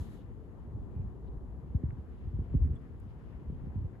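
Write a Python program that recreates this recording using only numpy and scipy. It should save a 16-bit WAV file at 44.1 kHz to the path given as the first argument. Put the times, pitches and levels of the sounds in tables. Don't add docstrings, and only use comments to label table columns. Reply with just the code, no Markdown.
import sys
import numpy as np
from scipy import signal
from scipy.fft import rfft, irfft
from scipy.io import wavfile

SR = 44100
rng = np.random.default_rng(int(sys.argv[2]) if len(sys.argv) > 2 else 0)


def wav_record(signal):
    frames = np.transpose(np.atleast_2d(signal))
    bounded = np.clip(frames, -1, 1)
    quanta = np.round(bounded * 32767).astype(np.int16)
    wavfile.write(sys.argv[1], SR, quanta)


N = 176400
TIME = np.arange(N) / SR
BIN_HZ = np.maximum(np.arange(N // 2 + 1) * SR / N, 1)

# (frequency [Hz], relative spectral level [dB])
ROAR_SPECTRUM = [(20, -34.5), (30, -6.5), (45, 2), (62, 3.5), (90, -2.5), (130, -5.5), (200, -8),
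                 (290, -11), (380, -14), (480, -18.5), (580, -25.5), (750, -25.5), (1000, -27.5),
                 (1400, -39.5), (2000, -45.5), (3000, -104), (6000, -94)]
RUSH_SPECTRUM = [(500, -20), (1100, 9.5), (1800, 5.5), (2300, 1), (3000, -2.5), (4000, -14), (5200, -14.5),
                 (8000, -37), (16000, -38.5)]
# (time [s], relative level [dB])
ROAR_ENVELOPE = [(0, 4), (.2, 0.05), (.9, 3), (1.5, 2.3), (2.1, 0), (2.6, 1), (3.1, -1), (3.55, 2), (4, 0)]
RUSH_ENVELOPE = [(0, 10), (.3, 3.5), (.85, 2), (1.25, 1.5), (1.45, -1), (1.9, 4), (2.4, 6), (2.9, 6),
                 (3.35, 7.5), (3.75, 4.5), (4, 4.5)]
# (frequency [Hz], relative spectral level [dB])
HISS_SPECTRUM = [(1500, -32), (2400, -9), (3000, 7), (4000, 7.5), (5300, 2.5), (7200, 4.5), (9000, 3.5),
                 (11300, 5), (13500, -2.5), (15500, -8.5)]
# (time [s], relative level [dB])
HISS_ENVELOPE = [(0, 24.5), (.05, 18.5), (.08, 15), (.15, 16), (.21, 8.5), (.245, 3), (1.5, 2.5), (2.7, 3),
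                 (4, 2.5)]
# (frequency [Hz], correlation before clipping [1])
STEREO_CORRELATION = [(60, 0.12), (300, 0.71), (500, 1), (1000, 0.62), (1450, .4), (2050, -0.27),
                      (2600, -0.32), (3200, 0.14), (4000, 0.12), (5700, 0.012), (7200, 0.98), (9000, -1.81),
                      (11300, 0.99), (13700, -0.67), (15300, 0.58)]
# (frequency [Hz], left minus right [dB])
STEREO_BALANCE = [(100, 2), (290, 8), (500, 0.5), (730, 7.5), (1250, 5.5), (1700, 5.5), (2200, 0.5),
                  (3000, 0), (4200, 1), (6000, 0)]
# (frequency [Hz], lead of the left channel [rad])
STEREO_PHASE = [(200, 0.038), (420, -0.61), (1100, -0.18), (1600, -1.4), (2100, 0.89), (3200, -1.6),
                (5000, 0.76)]
# (onset [s], duration [s], level [dB], centre [Hz], half-width [ln ratio])
FLAME_SPURTS = [(0, .23, -82, 3520, .24), (0.172, 0.044, -77, 3140, 0.2), (0.894, 0.13, -81, 1740, 0.52),
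                (1.261, 0.027, -81.5, 3380, .27), (1.76, 0.13, -79.5, 1800, 0.2),
                (2.066, .28, -88, 3090, 0.31), (2.48, 0.044, -75, 1934, 0.53),
                (2.604, 0.084, -76, 1654, 0.41), (3.923, 0.04, -73, 1710, .25)]
# (time [s], level [dB])
GUST_ENVELOPE = [(0, -37), (.03, -44), (.07, -54), (.58, -53), (.69, -48), (.76, -41.5), (.85, -52.5),
                 (.95, -51.5), (1.05, -38.5), (1.25, -52), (1.35, -45), (1.55, -52.5), (1.7, -43),
                 (1.81, -50), (1.9, -39.5), (2.0, -46), (2.15, -51.5), (2.3, -42), (2.42, -37), (2.5, -46),
                 (2.58, -31.5), (2.74, -37.5), (2.82, -47), (3.05, -42.5), (3.2, -54), (3.52, -39),
                 (3.58, -42.5), (3.68, -37.5), (3.73, -53.5), (3.82, -40.5), (3.92, -50), (4, -52.5)]
# (frequency [Hz], relative spectral level [dB])
EDDY_SPECTRUM = [(20, -31), (30, -18), (47, 4), (62, 6), (110, 2), (170, -8), (260, -12.5), (400, -28),
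                 (700, -52.5), (1500, -67), (5000, -110)]
# (onset [s], peak level [dB], corner frequency [Hz])
WIND_PUFFS = [(.001, -31.5, 48), (.669, -38, 80.5), (0.956, -29, 45.3), (0.991, -26.5, 56),
              (1.026, -39.5, 44.6), (1.332, -37.5, 52), (1.745, -19.5, 64), (1.835, -24.5, 116),
              (1.846, -28, 44.7), (1.883, -31.5, 56), (1.926, -33, 66), (1.98, -33.5, 71),
              (2.266, -30.5, 49.8), (2.334, -28.5, 58), (2.389, -28.5, 130), (2.408, -34.5, 60.6),
              (2.540, -27, 140), (2.547, -18.5, 96), (2.557, -27.5, 42), (2.577, -29.5, 70),
              (2.604, -23, 34), (2.631, -28, 40), (2.649, -30.5, 79.2), (2.703, -28.5, 68.6),
              (2.727, -28.5, 49.8), (3.063, -40.5, 68.5), (3.498, -33, 141), (3.521, -35.5, 81.6),
              (3.636, -33.5, 100), (3.668, -32.5, 93), (3.755, -28, 88), (3.774, -27, 62),
              (3.84, -27.5, 48)]
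# (onset [s], peak level [dB], centre [Hz], T60 [s], half-width [ln ratio])
STONE_TICKS = [(1.906, -47, 1740, 0.01, 0.36), (2.572, -72.5, 2780, .05, .05),
               (2.753, -69.5, 7900, 0.0455, 0.14), (2.756, -63.5, 3370, .07, 0.039),
               (3.001, -65, 9400, .018, 0.42)]


def from_db(db):
    return 10 ** (np.asarray(db) / 20)


def unit_rms(x):
    return x / np.sqrt(np.mean(x ** 2) + 1e-20)


def in_time(rows):
    return np.interp(TIME, *np.transpose(rows))


def in_frequency(rows):
    hz, value = np.transpose(rows)
    return np.interp(np.log(BIN_HZ), np.log(hz), value)


def drift(corner_hz):
    return unit_rms(irfft(rfft(rng.standard_normal(N)) / (1 + (BIN_HZ / corner_hz) ** 2), N))


def noise_pair(correlation):
    mid, side = rfft(rng.standard_normal((2, N)))
    correlation = np.clip(correlation, -.98, .98)
    return np.sqrt(1 + correlation) * mid + np.sqrt(1 - correlation) * side * [[1], [-1]]


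def band_pass(x, hz, half_width):
    edges = np.clip(hz * np.exp([-half_width, half_width]), 20, SR / 2 - 20)
    band = signal.butter(2, edges, "band", fs=SR, output="sos")
    return signal.sosfilt(band, signal.sosfilt(band, x + 1e-18))


def flutter(spectra, depth_db, rate_hz, shared):
    out, together = 0, drift(rate_hz)
    octave = np.clip(np.log2(BIN_HZ / 60), 0, 7)
    for k in range(8):
        band = irfft(spectra * np.maximum(1 - abs(octave - k), 0), N)
        out = out + band * from_db(depth_db * (shared * together + drift(rate_hz)))
    return unit_rms(out)


def stereo_spectra(spectrum):
    sides = np.array([[.5], [-.5]])
    pan = from_db(sides * in_frequency(STEREO_BALANCE))
    pan /= np.sqrt(np.mean(pan ** 2, axis=0))
    phase = np.exp(1j * sides * in_frequency(STEREO_PHASE))
    return noise_pair(in_frequency(STEREO_CORRELATION)) * pan * phase * from_db(in_frequency(spectrum))


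def flames(flutter_hz=8.7):
    roar = flutter(stereo_spectra(ROAR_SPECTRUM), depth_db=1.5, rate_hz=flutter_hz, shared=.13)
    rush = flutter(stereo_spectra(RUSH_SPECTRUM), depth_db=2, rate_hz=flutter_hz, shared=.6)
    return (from_db(-47.5 + in_time(ROAR_ENVELOPE)) * roar
            + from_db(-78.5 + in_time(RUSH_ENVELOPE)) * rush)


def background_hiss():
    return from_db(-89.5 + in_time(HISS_ENVELOPE)) * unit_rms(irfft(stereo_spectra(HISS_SPECTRUM), N))


def spurts(attack_s=.014, release_s=.012, roughness_db=2.3):
    out = 0
    jet = irfft(noise_pair(correlation=.3), N) * from_db(roughness_db * drift(corner_hz=61))
    for onset, duration, db, hz, half_width in FLAME_SPURTS:
        rise = np.clip((TIME - onset) / attack_s, 0, 1)
        fall = np.clip(1 - (TIME - onset - duration) / release_s, 0, 1)
        out = out + from_db(db) * rise * fall * unit_rms(band_pass(jet, hz, half_width))
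    return out


def buffeting(correlation=.84, deep_hz=55, deep_octaves=.39):
    gust_db = in_time(GUST_ENVELOPE)
    eddy_spectra = noise_pair(correlation) * from_db(in_frequency(EDDY_SPECTRUM))
    eddies = flutter(eddy_spectra, depth_db=4, rate_hz=20, shared=.44)
    deep_band = np.exp(-.5 * (np.log2(BIN_HZ / deep_hz) / deep_octaves) ** 2)
    deep_eddies = unit_rms(irfft(noise_pair(correlation) * deep_band, N))
    deep_db = -29 + 2.12 * (gust_db - gust_db.max())
    return from_db(gust_db - .5) * eddies + from_db(deep_db) * deep_eddies


def crackle(spits_per_s=400, bands=10, bandwidth_hz=210):
    out = 0
    for hz in np.geomspace(2000, 3540, bands):
        onsets = rng.random(N) < spits_per_s / bands / SR
        spits = onsets * rng.standard_normal((2, N))
        resonator = signal.iirpeak(hz, hz / bandwidth_hz, fs=SR)
        out = out + signal.lfilter(*resonator, spits + 1e-18)
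    return from_db(-96 + in_time(RUSH_ENVELOPE)) * unit_rms(out)


def thump(corner_hz, low_cut_hz=72, dispersion_hz=57):
    pulse = signal.sosfilt(signal.butter(2, corner_hz, fs=SR, output="sos"), signal.unit_impulse(4096))
    pulse = signal.sosfilt(signal.butter(4, 3.14 * corner_hz, fs=SR, output="sos"), pulse)
    pulse = signal.sosfilt(signal.butter(4, low_cut_hz, "high", fs=SR, output="sos"), pulse)
    pole = np.exp(-2 * np.pi * dispersion_hz / SR)
    for _ in range(3):
        pulse = signal.lfilter([-pole, 1], [1, -pole], pulse)
    return pulse / abs(pulse).max()


def puffs(asymmetry=.082):
    out = np.zeros((2, N + SR))
    for (onset, db, hz), side in zip(WIND_PUFFS, rng.choice([-1, 1], len(WIND_PUFFS))):
        port_factors = np.exp(asymmetry * side * np.array([1, -1]))
        pair = np.array([factor * thump(hz * factor) for factor in port_factors])
        start = int(onset * SR)
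        out[:, start:start + pair.shape[1]] += from_db(db) * pair
    return out[:, :N]


def ticks(crack_to_noise=1.9):
    out = np.zeros((2, N))
    for onset, db, hz, t60, half_width in STONE_TICKS:
        decay = (TIME >= onset) * np.exp(-np.log(1000) * np.maximum(TIME - onset, 0) / t60)
        burst = decay * rng.standard_normal((2, N))
        burst[:, int(onset * SR)] += crack_to_noise
        tick = band_pass(burst, hz, half_width)
        out += from_db(db) * tick / abs(tick).max()
    return out


def scene():
    return flames() + background_hiss() + spurts() + buffeting() + crackle() + puffs() + ticks()


def record(dry):
    return signal.sosfilt(signal.cheby2(12, 70, 16700, fs=SR, output="sos"), dry)


dry = scene()
out = record(dry)
wav_record(out)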